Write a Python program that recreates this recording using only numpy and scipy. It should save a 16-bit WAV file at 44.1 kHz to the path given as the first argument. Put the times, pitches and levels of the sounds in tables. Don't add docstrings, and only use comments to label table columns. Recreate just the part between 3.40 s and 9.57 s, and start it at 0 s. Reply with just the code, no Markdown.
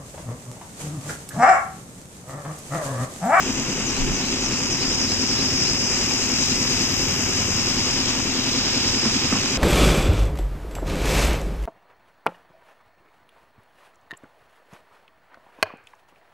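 import sys
import numpy as np
from scipy import signal
from scipy.fft import rfft, irfft
from scipy.io import wavfile
from scipy.ndimage import uniform_filter1d

SR = 44100
rng = np.random.default_rng(int(sys.argv[2]) if len(sys.argv) > 2 else 0)


def wav_out(sig):
    wavfile.write(sys.argv[1], SR, np.round(np.clip(np.atleast_2d(sig).T, -1, 1) * 32767).astype(np.int16))


N = 272266
T = np.arange(N) / SR

# frequency in Hz, width in Hz, relative level in dB.
TANK_MODES = [(40, 8.3, -29), (90.4, 15, -13.5), (113.3, 26, -16), (129, 9.8, -5), (157.4, 12, -11),
              (190.5, 8.2, -3.5), (212.3, 7, -4), (222.2, 8.5, -3), (255.7, 20.4, 1.5), (277, 24.5, -2.5),
              (329.9, 8.1, -6.5), (354.3, 11.5, -7), (398, 16.3, -8), (479, 15, -11), (519, 88, -18.5)]
# multiple of the slow rate, multiple of the fast rate, relative level in dB, lag in turns.
STROKE_TONES = [(0, 1, -18, .75), (0, 2, -14, .27), (4, -1, -17, .94), (-.5, 2.5, -20, .71),
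                (1, 2, -21, .5), (3, 1, -14, .58), (6.5, .5, -19, .81), (6, 1, -12.5, 0), (7, 1, -9.5, 0),
                (6, 2, -12.5, .07), (3, 3, -18, .05), (2, 3, -20, 0)]
# middle of the step in seconds, new stroke rate in Hz.
FAST_RATE_STEPS = [(1.1, 41.11), (2.6, 41.2), (3.75, 41.37)]
# frequency in Hz, left and right relative levels in dB,
# likeness of the two ports from -1 to 1.
JET_SPECTRUM = [(500, -24, -26, .7), (1200, -16, -18, .7), (1900, -14, -17, .7), (2650, -7.5, -11, .8),
                (3500, -15, -15, .45), (3950, -10, -10.5, .72), (4200, -12, -13, .97),
                (4500, -9.5, -10, .93), (5100, 0, -1, .58), (5700, -4, -9.5, .38), (6450, -1, -15, .33),
                (7200, -10, -15, .35), (7750, -9, -12, .2), (8100, -18, -20, -.62), (9200, -24, -24, -.5),
                (9800, -62, -62, -.5)]
# time in seconds, level in dB, left minus right in dB.
JET_PATH = [(0, -27.5, 2), (1, -25.5, 2.5), (1.9, -24.5, 4.5), (3.3, -22.5, 5), (4.4, -24, 5),
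            (4.9, -25.5, 4.5), (5.6, -24, 2.5), (6.17, -23, 1)]
# frequency in Hz, share of the sound from 0 to 1.
FIVE_KHZ_BAND = [(4500, 0), (4850, 1), (5500, 1), (5900, 0)]
FOUR_KHZ_BAND = [(2950, 0), (3200, 1), (4500, 1), (4750, 0)]
BRIGHT_BAND = [(5600, 0), (6000, 1), (9000, 1), (9800, 0)]
# time in seconds, gain in dB.
FIVE_KHZ_GAIN = [(0, -4), (.7, -3.5), (1.1, -1), (1.5, 3), (2.2, 4), (2.85, 0.5), (4, -0.5), (4.5, 3),
                 (4.85, -0.5), (5.5, 3.5), (6.17, -3.5)]
FOUR_KHZ_GAIN = [(0, -3), (1, -2), (2.5, -0.5), (4, 1), (5, 4.5), (6.17, -1.5)]
# frequency in Hz, relative level in dB.
TOP_HISS_SPECTRUM = [(10700, -27), (11300, 1), (12600, 8), (13700, -2), (14300, -14)]
UPPER_HISS_SPECTRUM = [(13500, -14), (14200, -1), (15100, 1), (16000, -18)]
# time in seconds, level in dB.
TOP_HISS_RIGHT = [(0, -55), (1.4, -54.5), (2, -50), (2.5, -51), (3.6, -44.5), (4.5, -50.5), (5.2, -57),
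                  (5.7, -52), (6.17, -50)]
# start in seconds, end in seconds, rise in dB.
UPPER_HISS_SWELL = (4.6, 5.6, 4.8)
# frequency in Hz, relative level in dB.
MIST_SPECTRUM = [(250, -14), (500, -4), (900, 0), (1600, -3), (2100, -2), (2650, 2), (3150, -1), (3400, -6),
                 (3900, -9), (4300, -26), (4600, -20), (5200, -9), (7500, -12), (8200, -28), (9200, -40)]
# frequency in Hz, likeness from 0 to 1.
MIST_LIKENESS = [(400, .6), (750, .7), (1600, .45), (2650, .85), (3500, .3)]
# frequency in Hz, share from 0 to 1.
MIST_GROWING = [(500, 0), (1100, .6), (2200, 1)]
# start in seconds from the beat, length in seconds,
# start frequency in Hz, end frequency in Hz, relative level in dB, left minus right in dB.
CALL_NOTES = [(-.04, .075, 6750, 4950, -25.5, 5), (.05, .075, 3650, 4800, -32.5, 0)]
# time in seconds, firing rate in Hz, level in dB.
ENGINE_COURSE = [(0, 14.6, -58), (2, 17.2, -35.5), (2.4, 25, -43), (3, 18.6, -40.5), (4.1, 19, -31.5),
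                 (5, 20, -47), (5.5, 22, -37), (6.17, 17, -36)]
# time in seconds, relative level in dB.
BUMP_TIMES = [(5.653, -18.5), (5.925, -14.5), (5.956, -23.5)]
# frequency in Hz, width in Hz, relative level in dB.
BUMP_BODY = [(130, 22, -3), (218.6, 16, 9.5), (308, 67, -3), (480, 85, -7), (1150, 660, -14.5)]
# frequency in Hz, relative level in dB.
WIND_SPECTRUM = [(15, -7), (30, 4.5), (70, -7.5), (120, -9.5), (300, -5), (600, -32)]
# time in seconds, level in dB of its short push, half length in seconds.
AIR_PUFF = (.63, -15.5, .008)

SLOW_HZ, FAST_HZ, STEP_S = 31.085, 40.72, .2
FAST_START, SLOW_START = .98, .89
PUMPS_DB, HUM_DB, CHURN_DB = -30.5, -2.5, -7
DULL_HZ = 3000
KNOCK_TURNS, LOWS_LATE_S = .17, .015
SLOW_KNOCK_TURNS = .19
ODD_TURNS, ODD_SIZE, OTHER_TURNS = .01, .04, .006
EDGE_BEAT, EDGE_DEPTH, UPPER_DEPTH = .85, .24, .45
STROKE_DEPTH = .2
BEAT_DROP, BEAT_DEPTH, DROP_S = .26, .95, .008
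PORT_LAG_S, MIST_LAG_S = 5.2 / 44100, 2.6 / 44100
TOP_LEFT_DB, UPPER_DB = -57, -56
MIST_DB, MIST_DB_PER_S, MIST_PAN_DB = -31.5, 0.62, 3
BIRD_START_S, BIRD_EVERY_S, BIRD_CALLS, BIRD_LOUDEST = .487, .2833, 10, 3
BIRD_SWELL_DB, BIRD_FADE_DB = 0.5, 0.5
HUSK_HZ, BIRD_VARY, BIRD_VARY_DB = 240, .02, .7
PUSH_S, SCUFF_S, SCUFF_DB = 0.00011, 0.018, -6.5
GUST_DB, GUST_S = 11, .1
TOP_HZ = 15450
OPPOSITE = np.array([[1], [-1]])


def pumps(fast, slow):
    late = fast - KNOCK_TURNS - 0.088 * np.sin(2 * np.pi * slow)
    early = slow + SLOW_KNOCK_TURNS
    odd, slow_odd = np.cos(np.pi * late), np.cos(np.pi * early)
    late = late - ODD_TURNS * odd - OTHER_TURNS * slow_odd
    early = early - ODD_TURNS * slow_odd - OTHER_TURNS * odd
    knocks = pulses(late, 1 + ODD_SIZE * odd, jitter_s=.00015, scatter_db=.8)
    knocks += .6 * pulses(early, 1 + ODD_SIZE * slow_odd, jitter_s=.0002, scatter_db=1)
    churn = np.exp(-(late % 1) / .5) * rng.standard_normal((2, N))
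    drive = dull(level(knocks, 0) + level(churn[0], CHURN_DB))

    lows = np.roll(ring(drive, TANK_MODES[:5]), int(LOWS_LATE_S * SR))
    hum = -ring(drive, TANK_MODES[5:10])
    upper = ring(drive, TANK_MODES[10:])
    spread = level(ring(churn[1], TANK_MODES[10:12]), -15.0)

    stroke = 1 + .17 * np.cos(2 * np.pi * slow)
    beat = np.cos(2 * np.pi * (fast - slow - EDGE_BEAT))
    edges = (stroke + EDGE_DEPTH * beat) * lows + (stroke + UPPER_DEPTH * beat) * upper
    build_up = uniform_filter1d((fast - slow - BEAT_DROP) % 1 - .5, int(DROP_S * SR))
    swell = stroke + STROKE_DEPTH * np.cos(2 * np.pi * (late - .08)) + BEAT_DEPTH * build_up
    tones = sum(undb(db) * np.cos(2 * np.pi * (m * slow + n * fast - lag)) for m, n, db, lag in STROKE_TONES)
    near = level(undb(HUM_DB) * swell * hum + edges, 0.39) + swell * tones * undb(walk(1.2))
    return undb(PUMPS_DB) * (near * undb(.7 * OPPOSITE) + swell * spread * OPPOSITE)


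def jet(fast, slow):
    jet_db, pan_db = columns(JET_PATH)
    throb = 1 + .09 * np.cos(2 * np.pi * (fast - .3)) + .06 * np.cos(2 * np.pi * (fast - slow))
    hz, left_db, right_db, alike = np.transpose(JET_SPECTRUM)
    alike = np.clip(alike, -.97, .97)
    shared, own = throb * undb(.5 * walk(15) + 0.84 * walk(400)) * rng.standard_normal((2, N))
    left = colour(shared, hz, left_db)
    right = colour(share(shared, hz, alike), hz, right_db, PORT_LAG_S)
    right += colour(share(own, hz, np.sqrt(1 - alike ** 2)), hz, right_db)
    spray = level(np.array([left, undb(6.0) * right]), 0)
    spray = spray * undb(jet_db + pan_db / 2 * OPPOSITE)
    spray = move_band(spray, FIVE_KHZ_BAND, columns(FIVE_KHZ_GAIN)[0])
    spray = move_band(spray, FOUR_KHZ_BAND, columns(FOUR_KHZ_GAIN)[0] + 2 * walk(9))
    return move_band(spray, BRIGHT_BAND, 0.78 * walk(14))


def top_hiss():
    top_db = [TOP_LEFT_DB + 0 * T, columns(TOP_HISS_RIGHT)[0]]
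    top = undb(top_db) * hiss(TOP_HISS_SPECTRUM, 0, flicker_db=0.5, alike=0.17)
    start, end, rise_db = UPPER_HISS_SWELL
    swell_db = rise_db * np.sin(np.pi * np.clip((T - start) / (end - start), 0, 1)) ** .5
    return top + undb(swell_db) * hiss(UPPER_HISS_SPECTRUM, UPPER_DB, flicker_db=1.2, alike=.5)


def mist(fast, slow):
    beat = np.cos(2 * np.pi * (fast - slow))
    flurries = (1 + .07 * beat) * undb(.3 * walk(10) + 1.5 * walk(300))
    shared, own = flurries * rng.standard_normal((2, N))
    hz, alike = np.transpose(MIST_LIKENESS)
    right = share(shared, hz, alike) + share(own, hz, np.sqrt(1 - alike ** 2))
    spectrum = np.transpose(MIST_SPECTRUM)
    drops = np.array([colour(shared, *spectrum), colour(right, *spectrum, MIST_LAG_S)])
    drops = move_band(drops, MIST_GROWING, MIST_DB_PER_S * (T - T.mean()))
    return level(drops, MIST_DB) * undb(MIST_PAN_DB / 2 * OPPOSITE)


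def bird():
    out, husk, rasp = np.zeros((2, N)), walk(500), walk(320)
    vary = rng.standard_normal((BIRD_CALLS, 2))
    for call in range(BIRD_CALLS):
        less_db = max(BIRD_SWELL_DB * (BIRD_LOUDEST - call), BIRD_FADE_DB * (call - BIRD_LOUDEST))
        for after, length, from_hz, to_hz, db, pan_db in CALL_NOTES:
            start = BIRD_START_S + call * BIRD_EVERY_S + after
            on = (T > start) & (T < start + length)
            u = (T[on] - start) / length
            hz = (from_hz + (to_hz - from_hz) * u) * (1 + BIRD_VARY * vary[call, 0]) + HUSK_HZ * husk[on]
            loudness = undb(db - less_db + BIRD_VARY_DB * vary[call, 1] + 2 * rasp[on])
            note = loudness * np.sin(np.pi * u) ** .5 * np.sin(2 * np.pi * np.cumsum(hz) / SR)
            out[:, on] += note * undb(pan_db / 2 * OPPOSITE)
    echoes = rng.standard_normal((2, 4000)) * np.exp(-np.arange(4000) / SR / .02)
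    return .6 * out + .025 * signal.fftconvolve(out, echoes, axes=1)[:, :N]


def bumps():
    scuff = undb(SCUFF_DB) * rng.standard_normal(N)
    blow = np.zeros(N)
    for s, db in BUMP_TIMES:
        push = np.exp(-((T - s) / PUSH_S) ** 2)
        blow += undb(db) * (push + (T > s) * np.exp(-np.abs(T - s) / SCUFF_S) * scuff)
    body = dull(ring(blow, BUMP_BODY))
    return body * np.max(np.abs(blow)) / np.max(np.abs(body)) * undb(-1.5 * OPPOSITE)


def engine():
    hz, db = columns(ENGINE_COURSE)
    firings = pulses(np.cumsum(hz) / SR, np.ones(N), jitter_s=.0003, scatter_db=.8)
    exhaust = ring(ring(firings, [(96.7, 26, 0)]), [(96.0, 85, 0)])
    return undb(db) * level(exhaust, 0)


def wind():
    spectrum = np.transpose(WIND_SPECTRUM)
    rumble = [colour(undb(0.59 * walk(3.9)) * rng.standard_normal(N), *spectrum) for _ in range(2)]
    s, db, half = AIR_PUFF
    u = (T - s) / half
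    gusts = pair(*rumble, alike=.5) * undb(GUST_DB * np.exp(-((T - s - .04) / GUST_S) ** 2))
    puff = np.exp(-u ** 2) - 0.3 * np.exp(-(u / 5.2) ** 2)
    return level(gusts, -35.0) + undb(db) * puff


def fast_rate():
    rate, last_hz = FAST_HZ, FAST_HZ
    for s, hz in FAST_RATE_STEPS:
        rate = rate + (hz - last_hz) * np.clip((T - s) / STEP_S + .5, 0, 1)
        last_hz = hz
    return rate


def undb(db):
    return 10 ** (np.asarray(db) / 20)


def level(x, db):
    return x * undb(db) / np.sqrt(np.mean(x ** 2))


def columns(table):
    s, *rest = np.transpose(table)
    return [np.interp(T, s, c) for c in rest]


def colour(x, hz, db, lag_s=0.):
    f = np.fft.rfftfreq(N, 1 / SR)
    gain = undb(np.interp(np.log(f + 1), np.log(hz), db, left=-80, right=-80))
    return irfft(rfft(x) * gain * np.exp(-2j * np.pi * f * lag_s), N)


def share(x, hz, part):
    return irfft(rfft(x) * np.interp(np.fft.rfftfreq(N, 1 / SR), hz, part), N)


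def move_band(x, band, db):
    return x + (undb(db) - 1) * share(x, *np.transpose(band))


def ring(x, modes):
    return sum((-1) ** k * undb(db) * signal.lfilter(*signal.iirpeak(hz, hz / width, SR), x)
               for k, (hz, width, db) in enumerate(modes))


def dull(x):
    return signal.sosfilt(signal.butter(4, DULL_HZ, fs=SR, output="sos"), x)


def walk(rate):
    k = int(SR / rate)
    held = np.repeat(rng.standard_normal(N // k + 1), k)
    return 1.3 * uniform_filter1d(uniform_filter1d(held, k), k)[:N]


def pulses(turns, size, jitter_s, scatter_db):
    at = np.flatnonzero(np.diff(np.floor(turns)) > 0)
    chance = rng.standard_normal((len(at), 2))
    shifted = at + (jitter_s * SR * chance[:, 0]).astype(int)
    out = np.zeros(N)
    out[np.clip(shifted, 0, N - 1)] = size[at] * undb(scatter_db * chance[:, 1])
    return out


def pair(x, y, alike):
    return np.sqrt((1 + alike) / 2) * x + np.sqrt((1 - alike) / 2) * y * OPPOSITE


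def hiss(spectrum, db, flicker_db, alike):
    shared, own = undb(flicker_db * walk(11)) * rng.standard_normal((2, N))
    hz, shape_db = np.transpose(spectrum)
    left = colour(shared, hz, shape_db)
    right = colour(alike * shared + np.sqrt(1 - alike ** 2) * own, hz, shape_db, PORT_LAG_S)
    return np.array([level(left, db), level(right, db)])


def scene():
    fast = FAST_START + np.cumsum(fast_rate()) / SR
    slow = SLOW_START + SLOW_HZ * T
    sprayer = pumps(fast, slow) + jet(fast, slow) + top_hiss() + mist(fast, slow)
    return sprayer + engine() + bird() + bumps() + wind()


def record(dry):
    return signal.sosfilt(signal.ellip(16, .3, 80, TOP_HZ, fs=SR, output="sos"), dry)


dry = scene()
out = record(dry)
wav_out(out)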